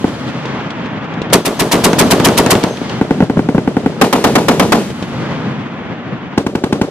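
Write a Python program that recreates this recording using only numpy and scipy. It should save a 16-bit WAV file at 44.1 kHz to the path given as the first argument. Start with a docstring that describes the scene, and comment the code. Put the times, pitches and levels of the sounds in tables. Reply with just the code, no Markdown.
"""An open range in a valley: six machine guns fire bursts, one close by, a neighbour, four further down the line.
Every shot of a gun repeats one blast front, ground bounce and set of echoes, under fresh noise of turbulent gas.
Spent cases ring faintly; faint cracks and pops sound, most between bursts, one a bolt clack just before a
burst's last shot; shaped noise is the valley's roar.
The blasts overload the microphone and flatten; a bass cut then tilts the flat tops."""
import sys
import numpy as np
from scipy.fft import rfft, irfft, next_fast_len
from scipy.io import wavfile
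from scipy.ndimage import uniform_filter1d, map_coordinates

SR = 44100
rng = np.random.default_rng(int(sys.argv[2]) if len(sys.argv) > 2 else 0)


def unload_wav(signal):
    """Save mono or channel-first audio to the path in sys.argv[1] as 16-bit WAV at rate SR, clipped to [-1, 1]."""
    wavfile.write(
        sys.argv[1],
        SR,
        np.round(np.clip(np.atleast_2d(signal).T, -1, 1) * 32767).astype(np.int16),
    )


N = 304290  # samples in the scene
SHOT = SR // 5  # samples that a shot lasts
BESIDE, NEIGHBOUR, FAR, SLOW, QUICK, BRIGHT = 0, 1, 2, 3, 4, 5  # guns, the row order of every table by gun

# Firing times: start_s, gun, level_db
SHOTS = [(0.0431, FAR, -3), (1.326, BESIDE, -3), (1.4497, BESIDE, 1.5), (1.5912, BESIDE, 1),
         (1.7137, BESIDE, 2.5), (1.7551, BRIGHT, -1.5), (1.8366, BESIDE, 0.5), (1.841, BRIGHT, 4),
         (1.9311, BRIGHT, 3.5), (1.9841, BESIDE, 2), (2.0215, BRIGHT, 2), (2.104, BESIDE, -0.5),
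         (2.1099, BRIGHT, 9.5), (2.1991, BRIGHT, 6), (2.2426, BESIDE, 0.5), (2.2862, BRIGHT, 5),
         (2.3715, BESIDE, -0.5), (2.377, BRIGHT, 5), (2.4623, BRIGHT, 8), (2.5006, BESIDE, 0),
         (2.5524, BRIGHT, 1), (2.6376, BRIGHT, 5), (2.8157, FAR, -15), (3.0129, FAR, -0.5),
         (3.1085, FAR, 1), (3.2046, FAR, 0), (3.2238, SLOW, 0), (3.2984, FAR, 0), (3.3708, SLOW, 0),
         (3.3925, FAR, 0), (3.4882, FAR, 0), (3.5474, SLOW, 0), (3.5806, FAR, 0), (3.676, FAR, 0),
         (3.7677, FAR, 0), (3.8609, FAR, 0), (4.0132, NEIGHBOUR, -1.5), (4.1269, NEIGHBOUR, 0),
         (4.2408, NEIGHBOUR, -0.5), (4.3537, NEIGHBOUR, -1.5), (4.4833, NEIGHBOUR, -0.5),
         (4.5961, NEIGHBOUR, -1), (4.7207, NEIGHBOUR, 0), (6.3772, QUICK, 0.5), (6.4648, QUICK, 0),
         (6.552, QUICK, -0.5), (6.638, QUICK, 0.5), (6.7259, QUICK, 1), (6.814, QUICK, 1)]
OPENING_S, OPENING_DB = 1.3279, 20  # the gun beside opens its burst with a stronger front


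def guns():
    """Superposition: each shot adds fresh turbulence to the blast that its gun repeats."""
    out = np.zeros((2, N + SHOT))
    blasts = [blast(gun) for gun in range(len(FRONTS))]
    for start_s, gun, level_db in SHOTS:
        direct, reflected = blasts[gun]
        body, hiss = gas(gun)
        first = round(start_s * SR)
        out[:, first:first + SHOT] += amp(level_db) * (direct + reflected + 0.54 * body + hiss)
    first = round(OPENING_S * SR)
    opening_front, _ = blasts[BESIDE]
    out[:, first:first + SHOT] += amp(OPENING_DB) * opening_front
    return out[:, :N]


# Blast front by gun: rise_ms, swing_ms, decay_ms, bounce_delay_ms, bounce_swing_ms, left_lead_ms
FRONTS = [(.2, .55, 3, 1.6, .55, -.03), (.15, .6, 5, 2.4, .6, .07), (.6, 1.05, 2.8, 2.5, 1.55, .11),
          (1, 1.35, 4.2, 3.6, 1.75, .11), (.45, 1.05, 2.6, 2.55, 1.4, .11), (.2, .9, 3, 2.2, 1.4, .02)]
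# Strength by gun: front_db, bounce_db, echoes_db, push_db
STRENGTHS = [(-15.5, -21.5, 5.5, -3.5), (8.5, -9, 1, -13), (12, 8, 2, -28), (11.5, 8.5, .5, -28),
             (12, 11.5, 4.5, -19), (6, 8, -0.5, -28)]
# Loudest echoes off mounds and banks, one list a gun: delay_ms (before 1.2 ms more), level_db (before echoes_db)
ECHOES = [
    [(25.0, -8.5), (32.8, 8), (35.5, -2), (40.1, -9), (57.5, -4.5), (75.6, -10), (82.0, -10)],
    [(8.7, 7.5), (13.7, -2), (18.7, 0.5), (22.6, -2.5), (26.7, -6), (49.6, -4), (61.9, -7), (66.4, -8),
     (71.5, -12), (84.6, -10)],
    [(7.8, -7), (12.0, -10), (16.2, -14), (19.0, -16), (36.2, -14.5), (41.1, -17.5), (79.3, -17.5)],
    [(9.8, -5.5), (17.3, -16), (20.2, -16)],
    [(11.7, -11.5), (18.8, -15.5), (22.9, -17), (29.5, -15), (33.3, -13.5), (36.2, -16.5), (61.6, -21),
     (66.9, -21), (72.1, -14)],
    [(9, -6), (13, -16.5), (30, -9), (35, -12), (73, -12)],
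]
# Echo width by gun: width_ms
ECHO_WIDTHS = [0.65, 0.8, 0.64, .66, 0.59, 0.58]


def blast(gun):
    """Shock and reflection: a steep front and slower ground bounce; then echoes, a low push and scatter."""
    rise_ms, swing_ms, decay_ms, bounce_ms, bounce_swing_ms, lead_ms = FRONTS[gun]
    front_db, bounce_db, echoes_db, push_db = STRENGTHS[gun]
    ms = np.arange(SHOT) / SR * 1000 + np.array([[lead_ms], [0]])

    def front(t_ms, quarter_ms):
        """Damped oscillation: a smooth rise, then a cosine that decays."""
        late = np.maximum(t_ms, 0)
        rise = np.sin(np.pi / 2 * np.clip(t_ms / rise_ms, 0, 1)) ** 2
        return -rise * np.cos(np.pi / 2 * late / quarter_ms) * np.exp(-late / decay_ms)

    bounce = amp(bounce_db) * front(ms - bounce_ms, bounce_swing_ms)
    direct = amp(front_db) * front(ms, swing_ms) + bounce
    echoes = sum(amp(level_db + echoes_db) * bump(ms - delay_ms - 1.2, ECHO_WIDTHS[gun])
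                 for delay_ms, level_db in ECHOES[gun])
    push = amp(push_db) * bump(ms - 24, 1.8)  # the ground shakes
    scatter, _ = gas(gun)  # drawn once: fixed obstacles scatter alike each time
    return direct, echoes + strewn(ms, gun) + push + .7 * scatter


# Weaker echoes by gun: level_db (where they start)
STREWN_LEVELS = [-12, -6.5, -22, -33, -25, -18]
STREWN_MS, STREWN_FADE_DB, STREWN_SPREAD_DB = (20, 110), 7.5, 4  # span, fade across it, random spread
STREWN_WIDTH_MS, STREWN_PAN_DB = 0.5, 2.5  # sharper than the loudest echoes, from either side


def strewn(ms, gun, count=18):
    """Diffuse reflection: weak echoes at random delays, the same for every shot of a gun."""
    place = (np.arange(count) + rng.random(count)) / count
    size, pan, width = rng.standard_normal((3, count))
    first_ms, last_ms = STREWN_MS
    delays_ms = first_ms + (last_ms - first_ms) * place
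    levels_db = STREWN_LEVELS[gun] - STREWN_FADE_DB * place + STREWN_SPREAD_DB * size
    widths_ms = STREWN_WIDTH_MS * np.exp(0.18 * width)
    out = np.zeros((2, SHOT))
    for delay_ms, level_db, side, width_ms in zip(delays_ms, levels_db, pan, widths_ms):
        sides_db = STREWN_PAN_DB * side * np.array([[.5], [-.5]])
        out += amp(level_db + sides_db) * bump(ms - delay_ms, width_ms)
    return out


def bump(ms, width_ms):
    """Dispersal: a blast rounded off by distance, one hump between two dips."""
    return (1 - (ms / width_ms) ** 2) * np.exp(-.5 * (ms / width_ms) ** 2)


# Gas spectra, relative: pitch_hz, density_db (per Hz); the hiss for the gun beside, one pit away, further off
BODY_SPECTRUM = [(100, -12.5), (200, 5.5), (400, 0), (900, 1), (1500, -8), (3000, -17.5), (5000, -34.5)]
HISS_SPECTRA = [
    [(700, -30), (1500, -3), (3000, 0), (6000, -3), (10000, -5), (14000, -11), (17000, -22)],
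    [(700, -25), (1500, -1), (3000, 0), (6000, -5), (10000, -10), (14000, -20), (17000, -32)],
    [(700, -25), (1500, -3), (3000, 0), (6000, -5), (10000, -15), (14000, -27), (17000, -40)],
]
# Gas envelopes by gun: start_ms, peak_db, lasts_ms, droop_db, fall_db_per_ms, puff_ms, puff_db, tail_db,
# loss_db (per 100 ms)
BODY_GUSTS = [(5, 7.5, 19.2, 4.9, 1.08, 44, -15, -8.5, 12.9),
              (0, 13.5, 10, 5.3, 2.1, 34, -5.5, -10.5, 13.7), (0.5, -14.5, 6.6, 3, 1.3, 40, -40, -28, 11.3),
              (-1, -15.5, 8.3, 3.4, 0.65, 40, -40, -40, 11), (5, -5, 2.2, 3.4, 3.9, 35, -29, -19, 24),
              (0, -3.5, 4.2, 3.8, 1.4, 36, -32, -21, 16.4)]
HISS_GUSTS = [(5, 14.5, 12.3, 9.4, 4.2, 31.7, -11, -19.5, 12.5),
              (0.5, 2.8, 9.4, 10.6, 2.5, 37, -22, -20, 9.5),
              (-10.5, -19.5, 8.9, 4.4, 1.6, 40, -55, -38.5, 6), (2, -30, 8.8, 4, 0.92, 40, -55, -52, 10),
              (3.5, -13, 2.64, 4, 6, 38, -43, -33, 15), (-1.5, -5.5, 6, 15, 2.6, 50, -37.5, -37, 6.4)]


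def gas(gun):
    """Turbulence: body and hiss of the gas behind one blast, as shaped noise."""
    ms, lead_ms = np.arange(SHOT) / SR * 1000, FRONTS[gun][-1]
    body = sideways(noise(BODY_SPECTRUM, count=SHOT), lead_ms)
    hiss = sideways(noise(HISS_SPECTRA[min(gun, FAR)], count=SHOT), lead_ms)  # distance dulls it
    return gust(ms, *BODY_GUSTS[gun]) * body, gust(ms, *HISS_GUSTS[gun]) * hiss


PUFF_RISE_DB_MS, PUFF_FALL_DB_MS = 0.5, 1.5


def gust(ms, start_ms, peak_db, lasts_ms, droop_db, fall_db, puff_ms, puff_db, tail_db, loss_db):
    """Addition of power: flash, puff and tail make one envelope."""
    since = ms - start_ms
    droop = droop_db * np.clip(since / lasts_ms, 0, 1)
    fall = fall_db * np.maximum(since - lasts_ms, 0)
    flash = np.clip(since / 0.41, 0, 1) * amp(peak_db - droop - fall)
    away_db = np.maximum(PUFF_RISE_DB_MS * (puff_ms - ms), PUFF_FALL_DB_MS * (ms - puff_ms))
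    puff = amp(puff_db - away_db)
    tail = np.minimum(ms / .6, 1) * amp(tail_db - loss_db * ms / 100)
    return np.sqrt(flash ** 2 + puff ** 2 + tail ** 2)


# Spent cases landing: start_s, level_db
CASES = [(1.42, -32.5), (1.57, -32), (1.90, -33), (2.03, -32), (2.29, -36), (2.44, -36), (2.655, -41),
         (2.70, -36)]
# Brass modes: pitch_hz, level_db, t60_s
BRASS_MODES = [(6200, -0.5, 0.32), (3400, -3.5, 0.23)]


def cases():
    """Modal resonance: each spent case rings faintly and thinly in decaying sines."""
    out, t = np.zeros(N), np.arange(SR // 4) / SR
    for start_s, case_db in CASES:
        ring = np.zeros(len(t))
        for hz, mode_db, t60_s in BRASS_MODES:
            decay = amp(case_db + mode_db + rng.normal(0, 2) - 60 * t / t60_s)
            ring += decay * np.sin(2 * np.pi * hz * rng.normal(1, 0.0016) * t)
        out[round(start_s * SR):][:len(t)] += np.minimum(t / .003, 1) * ring
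    return out


# Faint cracks and pops, most between bursts, one a bolt clack just before a burst's last shot:
# start_s, crack_db (before a 10 dB cut), pop_db (before a 5.5 dB lift)
CRACKS = [(0.4544, -14.5, -19.5), (0.704, -14, -28), (0.8583, -21, -18), (1.043, -24, -25),
          (1.138, -22.5, -26), (1.2167, -10.5, -9.5), (1.3, -18, -31), (2.631, -7, -11),
          (2.7708, -13.5, -36), (2.8949, -12, -37), (4.9018, -17.5, -17), (5.025, -11.5, -13),
          (5.1237, -31.5, -23), (5.316, -25, -30), (5.4394, -38, -34)]
# Spectrum of the spit, relative: pitch_hz, density_db (per Hz)
SPIT_SPECTRUM = [(900, -25), (2000, -2), (3200, 0), (6000, -12), (9000, -26), (12000, -50)]


def cracks():
    """Impulsive noise: a short dull spit decaying over one low pop."""
    out, ms = np.zeros((2, N)), np.arange(SR // 20) / SR * 1000
    onset = np.minimum(ms, 1)
    for start_s, crack_db, pop_db in CRACKS:
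        spit = amp(crack_db - 10 - 60 * ms / 45) * onset * noise(SPIT_SPECTRUM, count=len(ms))
        pop = amp(pop_db + 5.5) * onset * bump(ms - 1.3, 0.75)
        out[:, round(start_s * SR):][:, :len(ms)] += spit + pop
    return out


# Roar of the valley: time_s, rumble_db, rush_db
ROAR = [(0, -23, -31.5), (.57, -22, -24.5), (.75, -23.5, -26.5), (1.31, -24, -28), (2.1, -13.5, -24.5),
        (2.55, -15.5, -24.5), (2.72, -24, -32), (2.92, -21, -26), (3.09, -23, -32.5), (3.5, -20, -36.5),
        (4.0, -22.5, -32.5), (4.75, -14.5, -36), (4.95, -23.5, -31.5), (5.3, -20, -26), (5.77, -24, -29.5),
        (6.36, -25.5, -31), (6.5, -26.5, -42), (6.9, -26.5, -39)]
# Spectra of the roar, relative: pitch_hz, density_db (per Hz)
RUMBLE_SPECTRUM = [(15, -55.5), (25, -23), (43, -33), (124, -4.5), (243, -4.5), (374, -13), (568, -18),
                   (700, -37), (910, -68.5), (1540, -120)]
RUSH_SPECTRUM = [(260, -42.5), (450, -3), (815, 0), (1260, -2.5), (2170, -7.5), (3390, -14), (4000, -24.5),
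                 (5200, -62.5), (8800, -120)]
TREBLE_SPECTRUM = [(2200, -25.5), (3000, -2.5), (4500, -6), (6500, -14), (8000, -24), (10000, -58)]
AIR_SPECTRUM = [(4500, -34), (6500, -7.5), (9000, -12), (12000, -18.5), (14000, -27.5), (15500, -47)]
# Just after a shot, by gun: treble_db (over the rush); air_db
TREBLE_FED = [-3, -5.5, -10.5, -10, -5, -11.5]
AIR_FED = [-45, -39, -56, -56, -53, -41.5]
TREBLE_FADE_DB_S, TREBLE_REST_DB = 13, -19.5  # the rest is relative to the rush
AIR_FADE_DB_S, AIR_REST_DB = 28, -76.5
EARLIER_S, EARLIER_TREBLE_DB, EARLIER_AIR_DB = -.05, -6.5, -43  # a burst has just ended


def valley():
    """Reverberation: countless far echoes as noise, its treble and air fed by shots and soon fading."""
    rumble_db, rush_db = curves(ROAR, np.arange(N) / SR)
    treble_fed = [(EARLIER_S, EARLIER_TREBLE_DB)] + [(s, TREBLE_FED[gun]) for s, gun, _ in SHOTS]
    air_fed = [(EARLIER_S, EARLIER_AIR_DB)] + [(s, AIR_FED[gun]) for s, gun, _ in SHOTS]
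    treble_db = rush_db + fading(treble_fed, TREBLE_FADE_DB_S, TREBLE_REST_DB)
    air_db = fading(air_fed, AIR_FADE_DB_S, AIR_REST_DB)
    lumps = wobble(45)  # one unevenness shared by all the layers
    rumble = amp(rumble_db) * unit(amp(2.0 * lumps) * noise(RUMBLE_SPECTRUM, count=N))
    rush = amp(rush_db) * unit(amp(1.0 * lumps) * noise(RUSH_SPECTRUM, count=N))
    treble = amp(treble_db) * noise(TREBLE_SPECTRUM, count=N)
    air = amp(air_db) * noise(AIR_SPECTRUM, count=N)
    return sideways(rumble + rush + amp(1.2 * lumps) * (treble + air), -.07)  # from the right


def fading(fed, fade_db_s, rest_db):
    """Exponential decay: each (start_s, level_db) tops a level up, which sinks steadily to its rest."""
    t = np.arange(N) / SR
    level_db = np.full(N, float(rest_db))
    for start_s, fed_db in fed:
        sinking_db = fed_db - fade_db_s * (t - start_s)
        level_db = np.where(t >= start_s, np.maximum(level_db, sinking_db), level_db)
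    return uniform_filter1d(level_db, SR // 20)


def wobble(rate):
    """Slow random modulation: a smooth curve with rate knots a second."""
    knots = rng.standard_normal(int(N * rate / SR) + 4)
    return map_coordinates(knots, [np.arange(N) * rate / SR])


# Likeness of left and right: pitch_hz, correlation (0 to 1)
LIKENESS = [(60, .9), (180, .94), (550, .86), (1650, .62), (5000, .38), (15000, .42)]


def noise(spectrum, count):
    """Interaural coherence: stereo noise of rms 1, more alike in the bass than in the treble."""
    def mid_side(hz):
        turn = np.arccos(np.clip(along(LIKENESS, hz), 0, 1)) / 2
        return amp(along(spectrum, hz)) * [np.cos(turn), np.sin(turn)]

    mid, side = filtered(rng.standard_normal((2, count)), mid_side)
    return unit(np.array([mid + side, mid - side]))


def sideways(pair, lead_ms):
    """Interaural delay: the left channel leads, or lags if lead_ms is negative."""
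    return np.array([np.roll(pair[0], -round(lead_ms * SR / 1000)), pair[1]])


def amp(db):
    """Decibel law: dB to gain."""
    return 10 ** (np.asarray(db) / 20)


def unit(x):
    """Normalisation of power: scaled to rms 1."""
    return x / np.sqrt(np.mean(x ** 2) + 1e-20)


def along(points, hz):
    """Logarithmic pitch: (pitch_hz, value) points read on a log axis."""
    f, v = np.transpose(points)
    return np.interp(np.log(hz + 1), np.log(f + 1), v)


def curves(rows, t):
    """Linear interpolation: each column after the first, read at times t."""
    s, *columns = np.transpose(rows)
    return [np.interp(t, s, column) for column in columns]


def filtered(x, response):
    """Linear filtering: x times a response of frequency, in the spectrum."""
    n = x.shape[-1]
    m = next_fast_len(n + 2048)
    return irfft(rfft(x, m) * response(np.fft.rfftfreq(m, 1 / SR)), m)[..., :n]


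def scene():
    """Superposition: guns, cases and cracks over the valley's roar."""
    return guns() + cases() + cracks() + valley()


# Dips in level after bursts start: start_s, dip_db, return_s (duration), stay_db, end_s
DIPS = [(1.38, -8.5, .42, -2.2, 2.6), (3.24, -2.6, .12, -1.4, 3.7), (4.05, -3.5, .17, -1.6, 4.75),
        (6.4, -5, .3, -1.6, 6.9)]
OPEN_DB, FALL_S, RELEASE_S = 1, .05, .3


def level():
    """Gain envelope: open between the dips; in each it falls, creeps partly back, stays low, then opens."""
    t = np.arange(N) / SR
    gain_db = np.full(N, float(OPEN_DB))
    for start_s, dip_db, return_s, stay_db, end_s in DIPS:
        low_s = start_s + FALL_S
        back_s = low_s + return_s
        held_s = max(end_s, back_s)
        times = [start_s, low_s, back_s, held_s, held_s + RELEASE_S]
        gain_db += np.interp(t, times, [0, dip_db, stay_db, stay_db, 0])
    return amp(gain_db)


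def record(dry):
    """Saturation: overloaded capsules, bass cut, softer top, changing level, ceiling and band limit."""
    capsule = dry / (1 + np.abs(dry / 0.91) ** 4.33) ** (1 / 3.32)
    # the bass cut at 45 Hz tilts the flat tops
    thin = filtered(capsule, lambda hz: 1j * hz / (45 + 1j * hz) / (1 + 1j * hz / 22000))
    gain = level() * amp([[.3], [-.4]])  # left, right
    ceiling = np.clip(thin * gain, -1, 1)
    # the band closes from 14700 to 15600 Hz
    return filtered(ceiling, lambda hz: np.clip((15600 - hz) / 900, 0, 1) ** 2)


dry = scene()
out = record(dry)
unload_wav(out)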